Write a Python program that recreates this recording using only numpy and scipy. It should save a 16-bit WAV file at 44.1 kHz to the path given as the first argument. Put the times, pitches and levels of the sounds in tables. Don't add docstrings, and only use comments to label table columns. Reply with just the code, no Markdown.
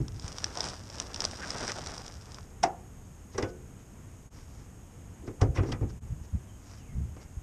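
import sys
import numpy as np
from scipy import signal
from scipy.fft import rfft, irfft, next_fast_len
from scipy.io import wavfile
from scipy.ndimage import uniform_filter1d

SR = 44100
rng = np.random.default_rng(int(sys.argv[2]) if len(sys.argv) > 2 else 0)


def transcribe(u):
    v = np.clip(np.atleast_2d(u).T, -1, 1)
    q = np.round(v * 32767).astype(np.int16)
    wavfile.write(sys.argv[1], SR, q)


N = 327249
T = np.arange(N) / SR
RING_T = T[:SR * 3 // 4]

# f/Hz, level/dB
CREASE_SPECTRUM = [(500, -6.5), (2000, -7.5), (3500, 0), (4400, -2), (5000, 4), (7000, -3.5), (8800, -6),
                   (10500, -23), (13000, -56)]
# f/Hz, level/dB
FRICTION_SPECTRUM = [(400, 5.5), (1200, 10.5), (2500, 0.5), (3500, -1), (4200, -1), (5200, 3), (7000, -2),
                     (8800, -8.5), (10500, -21.5), (13000, -61)]


def undb(db):
    return 10 ** (np.asarray(db) / 20)


def unit(x):
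    return x / np.sqrt(np.mean(x ** 2))


def unit_hit(x):
    return x / np.sqrt(uniform_filter1d(x ** 2, SR // 50).max())


def add(out, s, x):
    start = max(int(s * SR), 0)
    out[start:start + len(x)] += x[:N - start]


def colour(x, points, size=4096):
    hz, db = np.transpose(points)
    grid = np.maximum(np.fft.rfftfreq(size, 1 / SR), 1)
    gain = undb(np.interp(np.log(grid), np.log(hz), db))
    cepstrum = irfft(np.log(gain))
    cepstrum[1:size // 2] *= 2
    cepstrum[size // 2 + 1:] = 0
    return signal.oaconvolve(x, irfft(np.exp(rfft(cepstrum))))[:len(x)]


def resonate(x, hz, width_hz):
    return signal.lfilter(*signal.iirpeak(hz, hz / width_hz, fs=SR), x)


def walk(rate):
    step = int(SR / rate)
    count = N // step + 2
    return np.interp(np.arange(N) / step, np.arange(count), rng.standard_normal(count))


def grains(rate, spread):
    size = undb(spread * np.minimum(rng.exponential(size=N), 4))
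    return unit((rng.random(N) < rate / SR) * size * rng.choice([-1, 1], N))


def swells(rows):
    return sum(undb(db) * np.exp(-np.minimum(((T - s) / length) ** 2, 50)) for s, length, db in rows)


def ring(modes):
    detune = 1 + .012 * rng.standard_normal(len(modes))
    return sum(undb(db - 60 * RING_T / t60) * np.sin(2 * np.pi * hz * d * RING_T)
               for (hz, db, t60), d in zip(modes, detune))


def stirred(modes, contact):
    chatter = rng.standard_normal(len(RING_T)) * np.exp(-RING_T / contact)
    return unit_hit(signal.fftconvolve(ring(modes), chatter)[:len(RING_T)])


def push(x, contact):
    force = np.exp(-RING_T / contact) * RING_T
    return signal.fftconvolve(x, force)[:len(x)]


def scatter(x, wet_db, t60):
    tail = rng.standard_normal(len(RING_T)) * undb(-60 * RING_T / t60) * np.minimum(RING_T / .02, 1)
    return x + undb(wet_db) * signal.fftconvolve(x, tail / np.linalg.norm(tail))[:len(x)]


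def air(rumble_db=-48, breeze_db=-55, hiss_db=-63.5):
    # f/Hz, level/dB
    traffic_spectrum = [(12, -34.5), (20, -6.5), (43, -7.5), (81, -0.5), (153, -11), (192, -11), (258, -14),
                        (305, -17), (325, -18.5), (474, -21), (538, -25.5), (736, -25.5), (3000, -39),
                        (3900, -48), (6600, -120)]
    wind_spectrum = [(20, -6.5), (45, 8), (85, 9.5), (130, 3), (200, -8.5), (400, -37.5), (900, -43),
                     (3000, -76)]
    hiss_spectrum = [(1500, -15), (3000, -9.5), (4200, -13), (5400, -6), (6100, -6), (6500, 6.5),
                     (7100, -1), (8500, -3.5), (9500, -7), (10600, -12.5), (12200, -8), (14000, -20)]
    # t/s, length/s, level/dB
    gusts = [(.01, 0.02, -28), (.1, .06, -39.5), (.25, 0.0065, -30), (5.52, 0.1, -37), (5.87, 0.25, -41.5),
             (6.12, 0.016, -33.5), (6.21, .01, -33.5), (6.35, .02, -25.5), (7.01, 0.078, -33.5),
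             (7.378, .009, -34.5)]
    rumble, eddies, hiss = rng.standard_normal((3, N))
    rumble = unit(colour(rumble, traffic_spectrum)) * undb(rumble_db + .7 * walk(9))
    eddies = signal.hilbert(colour(eddies, wind_spectrum), next_fast_len(N))[:N]
    eddies = eddies.real / np.sqrt(uniform_filter1d(abs(eddies) ** 2, SR // 40) / 2)
    strength = (swells(gusts) + undb(breeze_db)) * undb(3 * walk(30))
    return rumble + eddies * strength + unit(colour(hiss, hiss_spectrum)) * undb(hiss_db)


def bird():
    # t/s, length/s, start f/Hz, end f/Hz, level/dB
    whistles = [(6.478, .035, 3350, 2950, -66), (6.77, .19, 3400, 1750, -69), (7.07, .19, 3500, 1780, -70)]
    out = np.zeros(N)
    for s, length, start_hz, end_hz, db in whistles:
        progress = np.arange(int(length * SR)) / (length * SR)
        hz = start_hz * (end_hz / start_hz) ** (progress ** 0.87)
        envelope = undb(db) * np.sqrt(np.sin(np.pi * progress))
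        add(out, s, envelope * np.sin(2 * np.pi * np.cumsum(hz) / SR))
    return scatter(out * undb(3.5 * walk(40)), wet_db=-1, t60=.4)


def sleeve():
    # t/s, length/s, relative level/dB
    brushes = [(3.495, .017, -50.5), (3.80, 0.0084, -53), (4.38, 0.059, -52.5), (4.56, 0.1, -57),
               (5.9, 0.012, -47), (6.245, .012, -50), (6.72, 0.087, -50), (7.225, 0.017, -48)]
    return unit(colour(grains(rate=1100, spread=2.2), FRICTION_SPECTRUM)) * swells(brushes) * undb(-8)


def scrapes():
    # t/s, length/s, f/Hz, level/dB
    drags = [(0.59, 0.032, 720, -43), (1.435, 0.018, 1560, -39.5), (1.698, 0.0086, 1730, -36.5),
             (1.79, 0.0063, 585, -35.5), (5.25, 0.027, 325, -45.5), (5.421, .012, 850, -35.5),
             (5.575, 0.0067, 1950, -41), (5.593, 0.014, 1120, -40), (5.724, 0.0042, 3440, -40)]
    slips = grains(rate=2500, spread=2.8)
    return sum(unit(resonate(resonate(slips, hz, hz / 3), hz, hz)) * swells([(s, length, db)])
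               for s, length, hz, db in drags)


def cover(firm_pull_db=-48):
    # t/s, level/dB
    pull = [(0.13, -69), (0.26, -50), (0.34, -55), (0.45, -50.5), (0.52, -52), (0.59, -46), (0.69, -44),
            (0.78, -57), (0.89, -59.0), (0.98, -48), (1.11, -56), (1.24, -46), (1.289, -51), (1.68, -42.5),
            (1.77, -50), (1.98, -50.5), (2.2, -63.5), (2.34, -57.5), (2.6, -90)]
    # f/Hz, level/dB
    swish_spectrum = [(120, 8), (280, 6), (650, 6), (1500, 2.5), (2500, -8), (4000, -19), (8000, -38.5)]
    s, db = np.transpose(pull)
    pull_db = np.interp(T, s, db, right=-120)
    effort = undb(pull_db - firm_pull_db)
    swish = unit(colour(grains(rate=4000, spread=5), swish_spectrum)) * undb(2 * walk(59.89) + 3.5)
    crinkle = unit(colour(grains(rate=1500, spread=3), CREASE_SPECTRUM)) * undb(2 * walk(90) - 3)
    ticks = unit(colour(grains(rate=50 * np.sqrt(effort), spread=2.2), CREASE_SPECTRUM)) * undb(-59.5)
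    return (swish + crinkle) * undb(pull_db) + ticks * effort ** .65


def snaps(size=2048):
    # t/s, crack peak/dB, crack f/Hz, pop peak/dB
    creases = [(0.0817, -34.5, 5400, -49), (0.1969, -33, 5460, -56), (0.2799, -26.5, 5700, -48),
               (0.384, -25.5, 5740, -28.5), (0.4425, -17.5, 5500, -33.5), (0.5733, -24, 5370, -33),
               (0.606, -18, 5540, -27), (0.641, -24, 5160, -40), (0.9004, -36.5, 5200, -41),
               (1.0001, -16.5, 5630, -36), (1.144, -21.5, 2980, -48), (1.161, -24.5, 5220, -48),
               (1.2046, -18.5, 5400, -32), (1.2194, -23, 4980, -29), (1.2414, -21.5, 4920, -34),
               (1.2512, -13.5, 4540, -25.5), (1.505, -20, 5070, -34), (1.679, -23, 5770, -28),
               (1.7186, -22, 5900, -25.5), (1.7853, -30, 5470, -39), (1.8708, -25, 5670, -48),
               (1.9798, -28.5, 5500, -49), (2.0797, -31, 5730, -51), (2.345, -32.5, 5200, -49),
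               (2.385, -42, 5440, -33.5)]
    out, t = np.zeros(N), T[:size]
    stutter = undb(-15) * np.exp(-t / .0015) + undb(-27) * np.exp(-t / .005)
    for s, db, hz, pop_db in creases:
        buckle = rng.standard_normal(size) * stutter
        buckle[size // 128] += 1.5
        crack = colour(buckle, CREASE_SPECTRUM, size=512)
        crack = crack + resonate(crack, hz, width_hz=460)
        facet = resonate(buckle, rng.uniform(600, 1700), width_hz=320)
        add(out, s, undb(db) * crack / abs(crack).max() + undb(pop_db) * facet / abs(facet).max())
    return out


def latch(at_s=2.6375, level_db=-18):
    # f/Hz, level/dB, t60/s
    catch_modes = [(725, 2.5, 0.052), (760, -16.5, 0.27), (816, -6.5, 0.058)]
    # f/Hz, level/dB
    rattle_spectrum = [(300, -16), (700, 15), (1250, 4), (1600, -1), (3000, -38)]
    catch = unit_hit(resonate(ring(catch_modes), 750, width_hz=220))
    shake = rng.standard_normal(len(RING_T)) * np.exp(-RING_T / 0.029)
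    rattle = undb(-13) * unit_hit(colour(shake, rattle_spectrum))
    out = np.zeros(N)
    add(out, at_s, undb(level_db) * unit_hit(scatter(catch + rattle, wet_db=-9, t60=.3)))
    return out


def thump_and_bonnet(medium_hit_hz=510, steel_db_per_octave=14):
    # t/s, contact/s, panel level/dB, panel emphasis f/Hz, click level/dB, boom level/dB
    hits = [(.002, 0.002, -33.5, 140, -71, -52), (2.636, 0.0045, -30, 690, -30.5, -41),
            (3.345, 0.021, -42.5, 446, -57.5, -39), (3.383, 0.0042, -27.5, 490, -37, -43),
            (3.427, 0.0027, -29, 540, -40.5, -29.5), (5.277, .0092, -36.5, 403, -58.5, -34.5),
            (5.416, 0.0036, -27, 410, -37, -14.5), (5.561, 0.01, -39, 645, -47.5, -48),
            (5.581, 0.012, -29, 440, -53, -22), (5.603, 0.0039, -34, 269, -73, -22.5),
            (5.634, 0.0068, -31.5, 355, -58, -51), (5.688, 0.032, -35.5, 315, -54, -31),
            (5.724, 0.0063, -37.5, 720, -45, -35), (5.811, 0.0059, -36.5, 169, -73, -24),
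            (5.828, 0.0063, -35.5, 222, -71, -26), (7.166, 0.0015, -49, 520, -65, -65)]
    # f/Hz, level/dB, t60/s
    steel_modes = [(1107, 7, 0.053), (1205, 14, 0.08), (1273, -3, 0.3), (1340, 1, 0.25), (1514, -2, 0.3),
                   (1660, -11, 0.23), (1976, 3.5, 0.11), (2033, 11, 0.038), (2440, 7, 0.06),
                   (2650, 1, 0.085), (2880, -4, 0.12), (3334, -8, 0.11), (3570, -7, 0.06)]
    panel_modes = [(149.7, -2, 0.54), (177.4, 6, 0.54), (229.6, 12, 0.12), (276, 5.5, 0.14), (334, 2, 0.16),
                   (363.6, -11, 0.82), (393.5, 3, 0.11), (436, -9.5, 0.78), (483, 0.5, 0.26),
                   (518, -1.5, 0.35), (650, -13.5, 0.52), (699, -9, 0.3), (796, -1.5, 0.24),
                   (857, -1.5, 0.053)]
    boom_modes = [(62, -1.5, 0.25), (96, -14, 0.27), (104.5, 19, 0.11), (130.3, -5, 0.98)]
    # f/Hz, level/dB
    clang_spectrum = [(100, -39), (300, 15.5), (600, 1.5), (1200, -4), (2300, -9), (4000, -33), (9000, -41)]
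    rust_spectrum = [(400, -29), (900, 7.5), (2200, 1), (3500, -15), (7000, -38)]
    out, t = np.zeros(N), RING_T
    for s, contact, panel_db, hz, click_db, boom_db in hits:
        grit, dense, rust = rng.standard_normal((3, len(t)))
        touch = np.exp(-np.minimum((t / contact - 2) ** 2, 50))
        buzz = np.minimum(t / contact / 2, 1) ** 2 * np.exp(-t / 0.014)
        click = colour(grit * (touch + undb(4) * buzz), FRICTION_SPECTRUM)
        add(out, s - 2 * contact, undb(click_db) * unit_hit(click))
        steel_db = panel_db - 10 + steel_db_per_octave * np.log2(hz / medium_hit_hz)
        rasp = unit_hit(colour(rust * np.exp(-t / 0.022), rust_spectrum))
        add(out, s, undb(steel_db) * unit_hit(stirred(steel_modes, contact) + undb(-2) * rasp))
        clang = unit_hit(colour(dense * np.exp(-t / 0.023), clang_spectrum))
        emphasis = [(hz / 3, -10), (hz, 0), (hz * 3, -9), (hz * 9, -19)]
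        panel = colour(stirred(panel_modes, contact) + undb(1.5) * clang, emphasis)
        add(out, s, undb(panel_db) * unit_hit(panel))
        boom = push(ring(boom_modes), contact=0.0011)
        add(out, s + 0.0027, undb(boom_db) * unit_hit(boom))
    lows = signal.sosfilt(signal.butter(2, 450, fs=SR, output="sos"), out)
    return out - lows + scatter(lows, wet_db=-11, t60=.55)


def housing(x):
    return x + undb(3) * resonate(x, 5650, width_hz=450) + undb(-4) * resonate(x, 5000, width_hz=180)


def scene():
    sources = cover() + scrapes() + snaps() + latch() + thump_and_bonnet() + sleeve() + bird()
    return (housing(sources) + air())[None]


def record(dry):
    # t/s, half length/s
    dips = [(4.299, 0.034), (6.003, 0.026)]
    low_cut = signal.butter(2, 24, "highpass", fs=SR, output="sos")
    high_cut = signal.ellip(8, .2, 70, 13500, fs=SR, output="sos")
    gain = np.prod([np.clip(abs(T - s) / half, .06, 1) for s, half in dips], axis=0)
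    return signal.sosfilt(high_cut, signal.sosfilt(low_cut, dry) * gain)


dry = scene()
out = record(dry)
transcribe(out)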